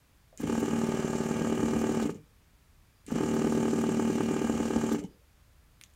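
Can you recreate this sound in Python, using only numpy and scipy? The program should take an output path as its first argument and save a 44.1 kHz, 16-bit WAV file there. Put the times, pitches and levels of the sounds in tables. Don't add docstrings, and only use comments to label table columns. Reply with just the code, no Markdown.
import sys
import numpy as np
from scipy import signal
from scipy.io import wavfile
from scipy.ndimage import uniform_filter1d

SR = 44100
rng = np.random.default_rng(int(sys.argv[2]) if len(sys.argv) > 2 else 0)


def waveform_to_disk(signal):
    frames = np.transpose(np.atleast_2d(signal))
    scaled = np.clip(frames, -1, 1) * 32767
    samples = np.round(scaled).astype(np.int16)
    wavfile.write(sys.argv[1], SR, samples)


def natural_amplitude(level_db):
    exponent = np.asarray(level_db, float) / 20
    return 10 ** exponent


N = 262395
TIME = np.arange(N) / SR

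# (switch-on [s], crank grips [s], switch-off [s], full speed [turns/s]); turn 0 is the grip
PRESSES = [
    (.375, .4714, 2.02, 37.975),
    (3.064, 3.1546, 4.915, 38.01),
]
# (share of turn [1], level [dB], softness [Hz])
TOUCHES = [
    (0, 0, 560),
    (.30, -13, 450),
    (.60, -10, 350),
    (.78, -14, 350),
]
# (from [s], to [s], accent every [turns], accented turn early [ms], accent [dB])
SPELLS = [
    (.74, 1.3, 2, 2.4, 3.2),
    (1.3, 1.5, 2, 1.6, 2),
    (1.5, 2.1, 2, 0, .8),
    (3.25, 3.78, 2, 0, 1.5),
    (3.78, 4.42, 2, 0, .3),
    (3.76, 4.43, 4, 0, 2.5),
]
# (time [s], edge peak [dB], thud [dB])
STANDOUT_BLOWS = [(0.434, -40, -23.5), (0.471, -30, -40), (0.495, -24.5, -22), (0.524, -24, -28),
                  (0.552, -24, -30.5), (0.628, -35, -19.5), (0.68, -33, -18), (0.708, -33, -30),
                  (0.732, -33, -20.5), (1.31, -33.5, -20.5), (1.363, -35, -25), (1.414, -33, -21),
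                  (1.467, -33, -25.5), (1.523, -34, -22), (1.573, -32, -22), (1.603, -32, -24),
                  (1.627, -28, -21.5), (1.679, -29, -24), (1.732, -29.5, -21.5), (1.839, -29, -22),
                  (1.891, -31, -21.5), (1.945, -31, -23.5), (1.996, -30.5, -32), (2.055, -40, -25.5),
                  (2.092, -33, -2), (3.209, -30, -17.5), (3.233, -30, -21), (3.336, -31, -25),
                  (3.363, -27.5, -23), (3.418, -28, -22), (3.47, -29, -21), (3.521, -27.5, -24),
                  (3.575, -32, -22), (3.629, -27.5, -25.5), (3.652, -27, -23), (3.679, -28, -24),
                  (3.731, -32, -21), (3.812, -30, -30), (3.837, -24.5, -23), (3.89, -30.5, -21),
                  (3.995, -24, -21.5), (4.099, -34, -20), (4.181, -23, -23), (4.205, -19, 8),
                  (4.287, -32, -28.5), (4.362, -30, -21.5), (4.416, -31, -9), (4.47, -27, -36.5),
                  (4.495, -26, -24), (4.575, -30, -32), (4.6, -30, -22), (4.627, -29, -33),
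                  (4.654, -31, -30), (4.704, -28, -21.5), (4.758, -28.5, -26.5), (4.812, -29.5, -49),
                  (4.888, -28.5, -27.5), (4.914, -30, -21.5), (4.943, -31, -19)]
# (time [s], boom [dB], lower board modes [dB])
BEARING = [
    [(.55, -29.5, 1.5), (.75, -30, 4), (.95, -32, -6), (1.25, -32.5, -3.5), (1.4, -30.5, -4),
     (1.6, -28, 1.5), (1.8, -28.5, 0), (1.97, -29.5, 0)],
    [(3.25, -28.5, 3.5), (3.5, -27, 1.5), (3.75, -28, 4), (4.0, -28, 5.5), (4.25, -28.5, 6), (4.45, -29, 1),
     (4.65, -30.5, -1), (4.8, -27.5, 0), (4.9, -30, 3.5)],
]
# (share of full speed [1], boom [dB], knock [dB], rattle [dB])
SPEED_LAW = [(.11, -74, -58, -63), (.25, -43, -75, -36), (.42, -5, -39, -13), (.58, -7, -5.5, -5),
             (.72, 2.1, -2, -2.5), (1.0, -0.5, -0.5, 0.5)]
# (duration [s], from level [dB])
BUILD_UP = [(0.078, -20.5), (0.039, -47), (0.064, -8.5)]
# (frequency [Hz], width [Hz], level [dB])
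BOOM_MODES = [(83, 4.4, 5), (107.5, 9.2, 1), (166.6, 1.4, -1), (219, 36, 0.5), (247, 3.9, 5),
              (292.7, 12, 3), (390.8, 24, -9.5), (450, 10, -34), (133.4, 55, 1), (557, 88, -7)]
# (frequency [Hz], width [Hz], level [dB])
KNOCK_MODES = [(656, 37, -9.5), (861.6, 55, -0.5), (1046, 19, -6.5), (1198, 83, -2), (1519, 24, -3.5),
               (1618, 30, -2), (1730, 77, -7), (1866, 21, -3), (2016, 26, -22)]
# (frequency [Hz], width [Hz], level [dB])
SWAY_MODES = [(166.5, 24.6, 7), (257, 43, -34), (303, 8.9, -27), (464, 36, -8.5)]
# (frequency [Hz], width [Hz], level [dB])
FRAME_MODES = [(2180, 350, 14), (2476, 30, 18.5), (2800, 380, 15.5), (3050, 770, 10.5), (4040, 1350, 4.5),
               (5120, 410, 6), (5595, 167, 11), (6150, 45, 17.5), (6840, 730, 12.5), (7460, 126, 17),
               (7990, 280, 8.5), (8440, 210, 6), (9080, 990, 2), (12320, 140, 4), (15600, 1100, -9)]
# (share of turn [1], level [dB])
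CROWDING = [(0, 2.5), (.15, 2), (.3, 0), (.45, -1.5), (.58, 1), (.7, -1), (.85, .5), (1, 2.5)]
# (multiple of crank speed [1], level [dB])
GEAR_TONES = [(63, -62), (73, -70)]
# (time [s], peak [dB])
HAND_THUMP = [(0.328, -51)]
# (time [s], peak [dB], low ring [Hz], high ring [Hz], low share [dB])
TICKS = [(0.3753, -35, 2290, 6900, -26), (2.146, -48, 1680, 6900, -22), (3.065, -35.5, 4240, 7600, -12),
         (5.039, -42, 3050, 6500, -5), (5.8126, -33.5, 2140, 9200, 8), (5.8264, -50, 9000, 11500, 0),
         (5.8375, -37, 3670, 6200, -2), (5.8373, -32.5, 3650, 6200, 2), (5.862, -58, 2000, 3500, 6),
         (5.901, -55, 2320, 7000, -14), (5.9374, -53, 1580, 7260, -18)]
# (time [s], peak [dB], length [s])
SCRAPES = [(0.404, -54.5, 0.019), (0.593, -55, 0.021), (1.798, -60, 0.03), (2.013, -60, 0.026),
           (3.11, -58.5, 0.013), (3.333, -57, 0.028), (4.716, -102, 0.03), (4.923, -52, 0.017)]
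# (time [s], level [dB], length [s], frequency [Hz])
LOADS = [
    (.5, -45, 0.09, 85),
    (2.15, -51.5, 0.1, 103),
    (5.05, -54, 0.08, 126),
    (5.84, -70, .1, 74),
]
# (time [s], level [dB], length [s], frequency [Hz])
SQUEAKS = [(2.97, -78, .07, 4850), (5.125, -79, 0.07, 4850), (5.89, -82, 0.05, 4950),
           (5.04, -71, 0.1, 3000), (2.19, -74, .07, 2350)]
# (time [s], level [dB], length [s], frequency [Hz])
AFTERSHOCKS = [(2.12, -45, 0.015, 284), (2.155, -52, 0.03, 450), (2.19, -55.5, 0.019, 430),
               (2.19, -49, 0.07, 158), (2.26, -70, 0.033, 450), (5.025, -42, 0.028, 444),
               (5.05, -41, 0.026, 193), (5.045, -56, .015, 810), (5.11, -63, 0.028, 353),
               (5.15, -64, 0.036, 450), (5.22, -70, 0.027, 493)]
# (frequency [Hz], level [dB])
ROOM_SPECTRUM = [(12, -41), (20, -12.5), (65, -8), (326, -29), (510, -31.5), (713, -33.5), (1020, -32),
                 (1950, -34), (2880, -37), (3700, -38.5), (15800, -44.5)]

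ROOM_DB = -61.5
KNOCK_DB, KNOCK_FOLLOWS, RATTLE_DB = -42, 0.2, -47.5
LABOUR_SHARE, COAST_S, COAST_OUT_S = .71, .135, .29
SPELL_EDGE_S, FREE_DB, SETTLING = .12, 2.0, .38
SLOW_GATE_DB, SLOW_GATE_TURN = 8.5, 0.28
BLOW_LEAD_S, LANDING_LEAD_S = .001, .0027
STRIKE_LAG_S, SETTLE_LAG_S, SETTLE_S = .001, (.0008, .0018), .3
LANDING_DB, LANDING_PER_ACCENT, LANDING_PER_THUD = -11, 3.56, 2.4
SLAM_DB = -2
EDGE_AT_DB, THUD_AT_DB, BLOW_DELAY_S = -24.5, -21.5, 0.00086
WEAK_THUD_DB = -6
CHATTER_S, CHATTER_DB = 0.003986, -7.5
ROCK_S, ROCK_DB, SLOW_ROCK_DB, ROCK_FREEDOM = 0.003904, -22, 10.5, 4.53
HUM_HZ, HUM_WIDTH_HZ, HUM_DB = 270.4, 53, -10.5
THUD_DB, SHAKE_DB = -6, -6
PATCHY_DB, PATCHY_HZ = 1.2, 9
TICK_TAIL_DB, TICK_T60_S = -24, 0.12
RELEASE_DB, RELEASE_S = -48.5, 0.033


def machine():
    angle, (boom_db, knock_db, rattle_db) = running_state()
    dull, sharp = table_blows()
    running = natural_amplitude(rattle_db + 48)
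    shake = rng.standard_normal(N) * np.sqrt(running)
    hardness = natural_amplitude(np.clip(knock_db - boom_db + 14, -12, 2))
    boom = table_boom(dull, shake, running, hardness)
    knock = butter(body(sharp + natural_amplitude(SHAKE_DB) * sharp.std() * shake, KNOCK_MODES), 550, "high")
    mesh = gear_tones(angle, running)
    rattle = frame_rattle(angle)
    return levelled(boom, boom_db) + levelled(knock, knock_db) + levelled(rattle, rattle_db) + mesh


def crank(on, grip, off, full):
    s = TIME[(TIME >= on) & (TIME < off + COAST_OUT_S)]
    coast = np.exp(-np.maximum(s - off, 0) / COAST_S)
    driven = np.where(s < grip, LABOUR_SHARE, 1) * (np.minimum(s, off) - grip)
    turns = full * (driven + COAST_S * (1 - coast))
    return s, turns, np.where(s < grip, LABOUR_SHARE, coast)


def running_state():
    angle, levels = np.zeros(N), np.full((3, N), -120.)
    share, *law = np.transpose(SPEED_LAW)
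    for press, bearing in zip(PRESSES, BEARING):
        s, done, speed = crank(*press)
        here = np.round(s * SR).astype(int)
        speed = uniform_filter1d(speed, size=900, mode="nearest")
        boom_db = np.interp(s, *np.transpose(bearing)[:2])
        knock_db = KNOCK_DB + KNOCK_FOLLOWS * (boom_db - boom_db.mean())
        full_db = boom_db, knock_db, RATTLE_DB
        angle[here] = done
        for k, (rise, from_db) in enumerate(BUILD_UP):
            growth_db = from_db * np.clip(1 - (s - s[0]) / rise, 0, 1)
            levels[k, here] = full_db[k] + np.interp(speed, share, law[k]) + growth_db
        gate = np.cos(2 * np.pi * (done - SLOW_GATE_TURN))
        levels[2, here] += SLOW_GATE_DB * (s > press[2]) * (1 - speed) * gate
    return angle, levels


def table_blows():
    dull, sharp = np.zeros((2, N))
    for press, settle in zip(PRESSES, SETTLE_LAG_S):
        s, done, speed = crank(*press)
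        turn = np.arange(np.ceil(done[0]), done[-1] - 1e-3)
        turn_s = np.interp(turn, done, s)
        early_ms, accent_db, uneven_db = bounce(turn, turn_s)
        slow = 1 - np.interp(turn, done, speed)
        listed, listed_s, edge_db, thud_db = standouts(turn_s)
        luck = rng.standard_normal((len(turn), len(TOUCHES), 7))
        for k, (share, db, soft_hz) in enumerate(TOUCHES):
            lead = k < 2
            slip_ms = lead * uneven_db * luck[:, k, 0] / 20
            at = np.interp(turn + share, done, s) + 1e-3 * slip_ms
            at = at + STRIKE_LAG_S + settle * np.exp(-np.maximum(at - press[1], 0) / SETTLE_S)
            size = natural_amplitude(db + 1.6 * uneven_db * luck[:, k, 1]) * (turn + share < done[-1])
            if k == 0:
                free_db = LANDING_DB + LANDING_PER_ACCENT * accent_db + 2.3 * uneven_db * luck[:, 1, 3]
                weight = natural_amplitude(np.minimum(np.where(listed, LANDING_PER_THUD * thud_db, free_db), 3))
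                dull += landing(at, early_ms, weight)
                size = size * natural_amplitude(-1.1 * early_ms - 0.78 * np.abs(accent_db) * (early_ms == 0))
                size = size * natural_amplitude(listed * np.minimum(thud_db - WEAK_THUD_DB, 0))
            thud_s = at - BLOW_LEAD_S
            dull += butter(clicks(thud_s, size), soft_hz, "low") * 900 / soft_hz
            freedom_db = uneven_db * (ROCK_FREEDOM + 2.0 * luck[:, k, 6])
            rock = lead * size * natural_amplitude(np.minimum(ROCK_DB + SLOW_ROCK_DB * slow + freedom_db, 1))
            for swing in (1, 2):
                dull += butter(clicks(thud_s + swing * ROCK_S, rock / swing), 378, "low") * 6.8
            size = size * natural_amplitude(-18 * slow)
            if k == 0:
                sharp += butter(clicks((listed_s + at - .001) / 2, listed * natural_amplitude(edge_db + 10.0)), 1000, "low")
                size = np.where(listed, natural_amplitude(edge_db - 60), size * natural_amplitude(-1.0))
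            catch_db = 2 * (k > 0) - 1.2 * early_ms + (1 + .7 * uneven_db) * luck[:, k, 2]
            sharp += butter(clicks(at + 2e-4 * luck[:, k, 3], size * natural_amplitude(catch_db)), 1100, "low")
            again = at + CHATTER_S * (1 + 0.13 * luck[:, k, 4])
            sharp += butter(clicks(again, size * natural_amplitude(CHATTER_DB + 3.6 * luck[:, k, 5])), 1200, "low")
    return dull, sharp


def landing(at, early_ms, weight):
    lands = at - BLOW_LEAD_S - LANDING_LEAD_S - 1e-3 * early_ms
    recoil = clicks(lands + 0.0014, weight * natural_amplitude(SLAM_DB - 2.0 * early_ms))
    return butter(clicks(lands, weight) - recoil, 420, "low") * 1.75


def bounce(turn, at):
    early_ms, accent_db, held_db = np.zeros((3, len(turn)))
    for start, end, every, ms, db in SPELLS:
        inside = np.clip(np.minimum(at - start, end - at) / SPELL_EDGE_S + .5, 0, 1)
        marked = turn % every == 0
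        early_ms += inside * ms * marked
        accent_db += inside * db * np.where(marked, 1, -1 / (every - 1))
        held_db += inside * db
    return early_ms, accent_db, FREE_DB - SETTLING * held_db


def standouts(at):
    s, edge_db, thud_db = np.transpose(STANDOUT_BLOWS)
    contact_s = s + BLOW_DELAY_S
    near = np.abs(at[:, None] - contact_s).argmin(axis=1)
    listed = np.abs(at - contact_s[near]) < .009
    return listed, contact_s[near], edge_db[near] - EDGE_AT_DB, thud_db[near] - THUD_AT_DB


def table_boom(dull, shake, running, hardness):
    ringing = rms_one(body(dull + natural_amplitude(-8) * dull.std() * shake, BOOM_MODES, sign=1))
    ringing = ringing + natural_amplitude(HUM_DB) * rms_one(resonate(dull, HUM_HZ, HUM_WIDTH_HZ))
    sway_noise = 2 * dull.std() * running ** 0.097 * rng.standard_normal(N)
    sway = rms_one(body(dull + sway_noise, SWAY_MODES))
    thud = rms_one(butter(dull, [200, 560], "band"))
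    boom = np.sqrt(hardness) * ringing + natural_amplitude(THUD_DB) * hardness * thud + natural_amplitude(-8) * sway / np.sqrt(hardness)
    boom = butter(boom, [48, 680], "band")
    s, _, lower_db = np.transpose(BEARING[0] + BEARING[1])
    bearing_gain = natural_amplitude(np.interp(TIME, s, lower_db))
    return boom + (bearing_gain - 1) * resonate(boom, 222, 87)


def frame_rattle(angle, looped_db=-0.5, grains_per_s=7000, spread_db=5.5):
    shares, out = rng.random(40), np.zeros(N)
    crowd = natural_amplitude(np.interp(angle % 1, *np.transpose(CROWDING)))
    for modes in (FRAME_MODES[:4], FRAME_MODES[4:8], FRAME_MODES[8:11], FRAME_MODES[11:]):
        contact_db = 3 * rng.standard_normal(40)
        looped = np.zeros(N)
        for press in PRESSES:
            s, done, _ = crank(*press)
            where = np.arange(np.floor(done[0]), done[-1])[:, None] + shares
            luck = rng.standard_normal((2,) + where.shape)
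            moving = (where > done[0]) * (where < done[-1])
            at = np.interp(where, done, s) + 5e-5 * luck[0]
            looped += clicks(at, natural_amplitude(contact_db + 1.0 * luck[1]) * moving)
        grain_db = np.clip(spread_db, 0, 3) * np.minimum(rng.exponential(1, N), 4)
        sizes = natural_amplitude(grain_db) * rng.choice([-1, 1], N)
        loose = (rng.random(N) < grains_per_s / SR) * sizes
        patches = natural_amplitude(PATCHY_DB * rms_one(butter(rng.standard_normal(N), PATCHY_HZ, "low")))
        out += body(patches * crowd * (natural_amplitude(looped_db) * rms_one(looped) + rms_one(loose)), modes)
    return out


def gear_tones(angle, running):
    wobble = rms_one(butter(rng.standard_normal(N), 0.49, "low", order=1))
    return sum(natural_amplitude(db + 3) * running * np.sin(2 * np.pi * k * angle + wobble) for k, db in GEAR_TONES)


def pedal():
    out = contact_ticks() + pedal_friction()
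    out += swells(LOADS, cycles=1.07) + swells(SQUEAKS, cycles=24.0) + swells(AFTERSHOCKS, cycles=4.4)
    for s, db in HAND_THUMP:
        age = np.clip(TIME - s, 0, 1)
        thump = rms_one(butter(rng.standard_normal(N), [430, 680], "band"))
        out += natural_amplitude(db - 2.5 - 60 * age / 0.085) * (TIME >= s) * thump
    return out


def contact_ticks():
    out = np.zeros(N)
    for s, db, low_hz, high_hz, low_db in TICKS:
        age = np.clip(TIME - s, 0, 1)
        decay = natural_amplitude(-60 * age / .003) + natural_amplitude(TICK_TAIL_DB - 60 * age / TICK_T60_S)
        burst = (TIME >= s) * decay * rng.standard_normal(N)
        tick = butter(burst, [2500, 9000], "band") * .4
        tick = tick + natural_amplitude(low_db + 9) * resonate(burst, low_hz, 700)
        tick = tick + 2.6 * resonate(burst, min(high_hz, 15000), 1100)
        tick = butter(tick, 1300, "high")
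        out += natural_amplitude(db + 1) * tick / np.abs(tick).max()
    return out


def pedal_friction():
    out = np.zeros(N)
    bright = butter(rng.standard_normal(N), 8500, "high")
    hiss = rms_one(bright + 3.3 * butter(rng.standard_normal(N), 3000, "high"))
    for s, db, length in SCRAPES:
        out += natural_amplitude(db + 5.5) * np.exp(-((TIME - s - length / 2) / (length / 2)) ** 2) * hiss
    rasp = rms_one(butter(rng.standard_normal(N), [2800, 6500], "band"))
    for on, grip, off, full in PRESSES:
        out += natural_amplitude(RELEASE_DB) * np.exp(-((TIME - off - .01) / RELEASE_S * 2) ** 2) * rasp
    return out


def swells(rows, cycles):
    noise, out = rng.standard_normal(N), np.zeros(N)
    for s, db, length, hz in rows:
        ring = resonate(resonate(noise, hz, hz / cycles), hz, hz / cycles)
        out += natural_amplitude(db) * np.exp(-((TIME - s) / length * 2) ** 2) * rms_one(ring)
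    return out


def reverb(x, t60=0.24):
    age = np.arange(round(.5 * SR)) / SR
    tail = butter(rng.standard_normal(len(age)), 980, "low", order=1) * natural_amplitude(-60 * age / t60) * (age > .004)
    return signal.fftconvolve(x, tail / np.sqrt(np.sum(tail ** 2)))[:N]


def room_tone():
    out, edges = 0, 20 * 2 ** np.arange(0, 10.1, .5)
    white = rng.standard_normal((2, N))
    hz, level_db = np.transpose(ROOM_SPECTRUM)
    for k, (low, high) in enumerate(zip(edges, np.minimum(edges[1:], 19000))):
        gain = natural_amplitude(np.interp(np.log(low * high) / 2, np.log(hz), level_db))
        out = out + gain * butter(white[k % 2], [low, high], "band")
    return natural_amplitude(ROOM_DB) * rms_one(out)


def rms_one(x):
    return x / np.sqrt(np.mean(x ** 2) + 1e-20)


def butter(x, hz, kind, order=2):
    return signal.sosfilt(signal.butter(order, hz, kind, fs=SR, output="sos"), x)


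def resonate(x, hz, width):
    r = np.exp(-np.pi * width / SR)
    poles = [1, -2 * r * np.cos(2 * np.pi * hz / SR), r * r]
    return signal.lfilter(np.array([1, 0, -1]) * (1 - r * r) / 2, poles, x + 1e-18)


def body(x, modes, sign=-1):
    return sum(sign ** k * natural_amplitude(db) * resonate(x, hz, width) for k, (hz, width, db) in enumerate(modes))


def clicks(times, sizes):
    out = np.zeros(N)
    np.add.at(out, np.clip(np.round(np.ravel(times) * SR).astype(int), 0, N - 1), np.ravel(sizes))
    return out


def levelled(x, level_db):
    power = uniform_filter1d(uniform_filter1d(x ** 2, size=4640), size=2320)
    return natural_amplitude(level_db) * x / np.sqrt(power + 0.0033 * np.mean(x ** 2))


def scene():
    near = machine() + pedal()
    return (near + natural_amplitude(-19) * reverb(near) + room_tone())[None]


def roll_off(x):
    return signal.sosfilt(signal.butter(12, 16440, fs=SR, output="sos"), x)


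def record(dry):
    low_pass = signal.cheby2(12, 60, 16730, fs=SR, output="sos")
    mix = signal.sosfilt(low_pass, dry)
    return roll_off(mix)


dry = scene()
out = record(dry)
waveform_to_disk(out)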